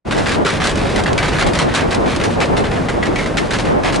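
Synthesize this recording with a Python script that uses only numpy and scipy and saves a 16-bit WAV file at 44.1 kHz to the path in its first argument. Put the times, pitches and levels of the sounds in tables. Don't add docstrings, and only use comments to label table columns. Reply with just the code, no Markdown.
import sys
import numpy as np
from scipy import signal
from scipy.fft import rfft, irfft
from scipy.io import wavfile
from scipy.ndimage import uniform_filter1d

SR = 44100
rng = np.random.default_rng(int(sys.argv[2]) if len(sys.argv) > 2 else 0)


def materialize(psi):
    bounded = np.clip(np.atleast_2d(psi).T, -1, 1)
    quanta = np.round(bounded * 32767).astype(np.int16)
    wavfile.write(sys.argv[1], SR, quanta)


N = 176400
TIME = np.arange(N) / SR
WOOD_DECAY_S = 0.0023
# f/Hz, level/dB
WOOD_COLOUR = [(100, -46), (350, -2.5), (650, 1), (1600, 1.5), (2200, -3), (2800, -3), (4000, -5.5),
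               (5500, -12.5), (8000, -16.5), (11000, -24.5)]


def amp(db):
    return 10 ** (np.asarray(db) / 20)


def unit(x):
    return x / np.sqrt(np.mean(x ** 2) + 1e-20)


def read(points, hz):
    f, value = np.transpose(points)
    return np.interp(np.log(hz + 1), np.log(f + 1), value)


def add(mix, start_s, sound):
    part = mix[..., max(round(start_s * SR), 0):][..., :sound.shape[-1]]
    part += sound[..., :part.shape[-1]]


def noise(colour, size, bright_db=0, likeness=None, treble_hz=3650):
    # f/Hz, likeness (1 = the same)
    usual_likeness = [(25, 0.93), (200, 0.83), (370, 0.59), (650, 0.92), (1500, 0.83)]
    hz = np.fft.rfftfreq(size, 1 / SR)
    a, b = rfft(rng.standard_normal((2, size)))
    same = read(usual_likeness, hz) if likeness is None else likeness
    mid, side = a * np.sqrt(1 + same), b * np.sqrt(1 - same)
    treble = 1 - 1 / (1 + (hz / treble_hz) ** 4)
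    shape = unit(amp(read(colour, hz))) * amp(bright_db * treble)
    return irfft(np.array([mid + side, mid - side]) * shape, size) / np.sqrt(2)


def wobble(rate_hz):
    hz = np.fft.rfftfreq(N, 1 / SR)
    return unit(irfft(rfft(rng.standard_normal(N)) * np.exp(-(hz / rate_hz) ** 2), N))


def rumble(lumpy_db=1):
    # f/Hz, level/dB
    colour = [(15, -23), (33, 2), (55, -1.5), (165, -0.5), (350, -5.5), (550, -7), (750, -12.5),
              (1100, -15.5), (2000, -21), (4000, -30.5), (11000, -44.5)]
    # t/s, level/dB
    swell = [(.1, -20.5), (1.0, -17), (4, -20.5)]
    return noise(colour, N) * amp(np.interp(TIME, *np.transpose(swell)) + lumpy_db * wobble(rate_hz=21))


def chatter(level_db, length_s, bright_db, taps_per_s=520, spread_db=3, spots=5, size=8192):
    t = np.arange(size) / SR
    length_s = np.clip(length_s, 0.006, 0.15)
    tapping = (rng.random(size) < taps_per_s / SR) & (t < length_s)
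    strength_db = spread_db * np.clip(rng.standard_normal(size), -2, 2)
    tap_spot = rng.integers(0, spots, size)
    progress = np.minimum(t / length_s, 1)
    load_db = 4 * np.sin(np.pi * np.sqrt(progress)) - progress
    taps = tapping * amp(strength_db + load_db)
    taps[0] = 2.84
    taps *= np.sqrt((length_s + WOOD_DECAY_S) * SR / np.sum(taps ** 2))
    spot_bright_db = bright_db + np.linspace(-4, 4, spots)
    sound = np.zeros((2, size))
    for spot in range(spots):
        ring = spot_ring(spot_bright_db[spot], size)
        add(sound, 0, signal.fftconvolve((taps * (tap_spot == spot))[None], ring, axes=1))
    return amp(level_db + 0.5) * sound


def spot_ring(bright_db, size, rise_s=0.002, tail_db=-15.5, tail_s=0.026, centre_hz=2050, peak_db=6):
    t = np.arange(size) / SR
    decay = np.exp(-t / WOOD_DECAY_S) + amp(tail_db) * np.exp(-t / tail_s)
    envelope = (1 - np.exp(-t / rise_s)) * decay
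    ring = noise(WOOD_COLOUR, size, bright_db) * envelope / np.linalg.norm(envelope)
    pitch_hz = centre_hz * np.exp(0.12 * np.clip(rng.standard_normal(), -2, 2))
    resonance = signal.lfilter(*signal.iirpeak(pitch_hz, Q=7, fs=SR), ring)
    return ring + (amp(peak_db) - 1) * resonance


def steelwork(planks, level_db=-41.5):
    # f/Hz, level/dB, time to fade by 60 dB/s
    tones = [(1725, 7, 0.085), (2090, 2, 0.21), (5790, -4, 0.16), (7500, -19, 0.33)]
    t = np.arange(SR // 2) / SR
    ring = np.zeros_like(t)
    for hz, db, fade_s in tones:
        gain = amp(db - read(WOOD_COLOUR, hz)) / np.sqrt(fade_s)
        ring += gain * amp(-60 * t / fade_s) * np.sin(2 * np.pi * hz * t)
    return amp(level_db) * unit(signal.fftconvolve(planks, ring[None], axes=1)[:, :N])


def wind(puff_s=0.055, steady_db=-27, flutter_db=0.5, gain_db=3.5):
    # t/s, level/dB
    puffs = [(0.194, -17), (0.4, -15), (0.844, -21), (0.982, -19), (1.125, -17), (1.482, -14),
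             (1.655, -16.5), (1.855, -17), (1.99, -16.5), (2.06, -16), (2.265, -18.5), (2.4, -16.5),
             (2.534, -14.5), (2.61, -14.5), (2.77, -21.5), (2.99, -20), (3.105, -18.5), (3.416, -19.5),
             (3.704, -13.5), (3.77, -14), (3.874, -18), (3.985, -17)]
    # f/Hz, level/dB
    colour = [(25, -36), (60, -14), (170, -1.5), (330, 1), (780, -4), (1100, -10), (2000, -23.5),
              (8000, -58.5)]
    puff_power = sum(amp(db) ** 2 * 0.5 ** (abs(2 * (TIME - s) / puff_s) ** 2.06) for s, db in puffs)
    envelope = np.sqrt(puff_power + amp(steady_db) ** 2)
    flutter = amp(flutter_db * wobble(rate_hz=35))
    return amp(gain_db) * noise(colour, N, likeness=-0.48) * envelope * flutter


def snap(level_db, rise_s=0.00019, decay_s=0.0059, size=3000):
    t = np.arange(size) / SR
    envelope = np.minimum(t / rise_s, 1) * np.exp(-t / decay_s)
    return amp(level_db) * noise(WOOD_COLOUR, size, bright_db=8) * envelope


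def bump_or_clack(level_db, pitch_hz, rise_s=0.0022, stereo_spread=0.65, size=6000):
    # pitch ratio, level/dB, time to fade by 60 dB/s
    tones = [(.87, -2.5, 0.11), (1.001, 0, 0.091), (1.1, -2.5, 0.056)]
    t = np.arange(size) / SR
    shared_phases = rng.uniform(0, 2 * np.pi, (len(tones), 1, 1))
    phases = shared_phases + stereo_spread * rng.standard_normal((len(tones), 2, 1))
    ring = np.zeros((2, size))
    for (ratio, db, fade_s), phase in zip(tones, phases):
        ring += amp(db - 60 * t / fade_s) * np.sin(2 * np.pi * pitch_hz * ratio * t + phase)
    return amp(level_db) * np.minimum(t / rise_s, 1) * ring


def scene():
    # t/s, level/dB, length/s, brightness/dB
    rattles = [(0.109,-22,0.048,0.5), (0.165,-26,0.1,2.5), (0.258,-19.5,0.066,0), (0.325,-24,0.034,1.5),
               (0.449,-16.5,0.058,.5), (.515,-26.5,0.066,3), (0.601,-19,0.053,-1), (0.639,-21.5,0.07,4.5),
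               (0.755,-24.5,0.054,1.5), (0.813,-27.5,0.17,2), (0.959,-20.5,0.043,2),
               (1.059,-18.5,0.032,-6.5), (1.178,-16.5,0.012,1.5), (1.194,-23.5,0.058,-5),
               (1.227,-20.5,0.069,0), (1.319,-22,0.083,-2.5), (1.385,-18,0.023,2.5), (1.41,-15,0.027,-3),
               (1.464,-22,0.03,3.5), (1.533,-22,0.049,2.5), (1.589,-16.5,0.038,1.5),
               (1.667,-26.5,0.19,-5.5), (1.739,-19.5,0.043,6), (1.764,-20,0.059,-6), (1.913,-21,0.042,1),
               (2.06,-23.5,0.1,-0.5), (2.199,-23,0.057,-1.5), (2.237,-23.5,0.022,7), (2.303,-32,0.046,4),
               (2.402,-19,0.042,0), (2.412,-16.5,0.018,-5), (2.566,-22.5,0.042,2), (2.638,-23,0.031,-3.5),
               (2.713,-26,0.059,-2.5), (2.885,-18.5,0.014,-1.5), (3.027,-19.5,0.011,-2.5),
               (3.054,-22,0.017,-2), (3.157,-23.5,0.014,1), (3.182,-25.5,0.061,1), (3.259,-24.5,0.016,0),
               (3.37,-17.5,0.02,5.5), (3.429,-35.5,0.076,1), (3.507,-19.5,0.02,-1), (3.534,-21.5,0.032,2.5),
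               (3.585,-23,0.022,5), (3.649,-29,0.082,1), (3.834,-20.5,0.077,-1.5), (3.923,-24.5,0.04,5.5)]
    # t/s, level/dB
    snaps = [(.280, -32), (0.466, -19), (.609, -31), (.639, -22), (.671, -12.5), (.713, -22), (.996, -26),
             (1.037, -19.5), (1.130, -18.5), (1.588, -13), (1.809, -23), (1.908, -21), (1.947, -17),
             (2.162, -16.5), (2.456, -24), (3.534, -22), (3.959, -16)]
    # t/s, level/dB, f/Hz
    bumps = [(0.45, -10.5, 450), (2.168, -12, 330), (2.445, -12, 530), (2.792, -9.5, 184), (3.087, -9, 318)]
    # t/s, level/dB, f/Hz
    clacks = [(1.06, -20, 1930), (1.18, -11.5, 2306), (1.231, -22, 1780), (3.028, -12, 1940),
              (3.159, -17, 2250), (3.19, -17, 2136), (3.38, -13, 2060)]
    deck, planks = rumble(), np.zeros((2, N))
    for start_s, level_db, length_s, bright_db in rattles:
        add(planks, start_s, chatter(level_db, length_s, bright_db))
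    for start_s, level_db in snaps:
        add(planks, start_s, snap(level_db))
    for start_s, level_db, pitch_hz in clacks + bumps:
        add(deck, start_s, bump_or_clack(level_db, pitch_hz))
    return deck + planks + steelwork(planks) + wind()


def record(dry, threshold_db=-15, squeeze=0.35, recover_db_per_s=70, gain_db=2.12, top_hz=11170):
    # t/s, level/dB
    fade_in = [(.043, -70), (.052, -14), (.08, -3)]
    power_db = 10 * np.log10(abs(uniform_filter1d((dry ** 2).mean(0), size=400)) + 1e-12)
    fall_db = TIME * recover_db_per_s
    held_db = np.maximum.accumulate(power_db + fall_db) - fall_db
    cut_db = squeeze * uniform_filter1d(np.maximum(held_db - threshold_db, 0), size=150)
    levelled = dry * amp(np.interp(TIME, *np.transpose(fade_in)) - cut_db + gain_db)
    rounded = levelled / (1 + (levelled / 0.95) ** 8) ** (1 / 8)
    treble_cut = signal.firwin(401, top_hz, window=("kaiser", 9), fs=SR)
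    return signal.oaconvolve(rounded, treble_cut[None], "same", axes=1)


dry = scene()
out = record(dry)
materialize(out)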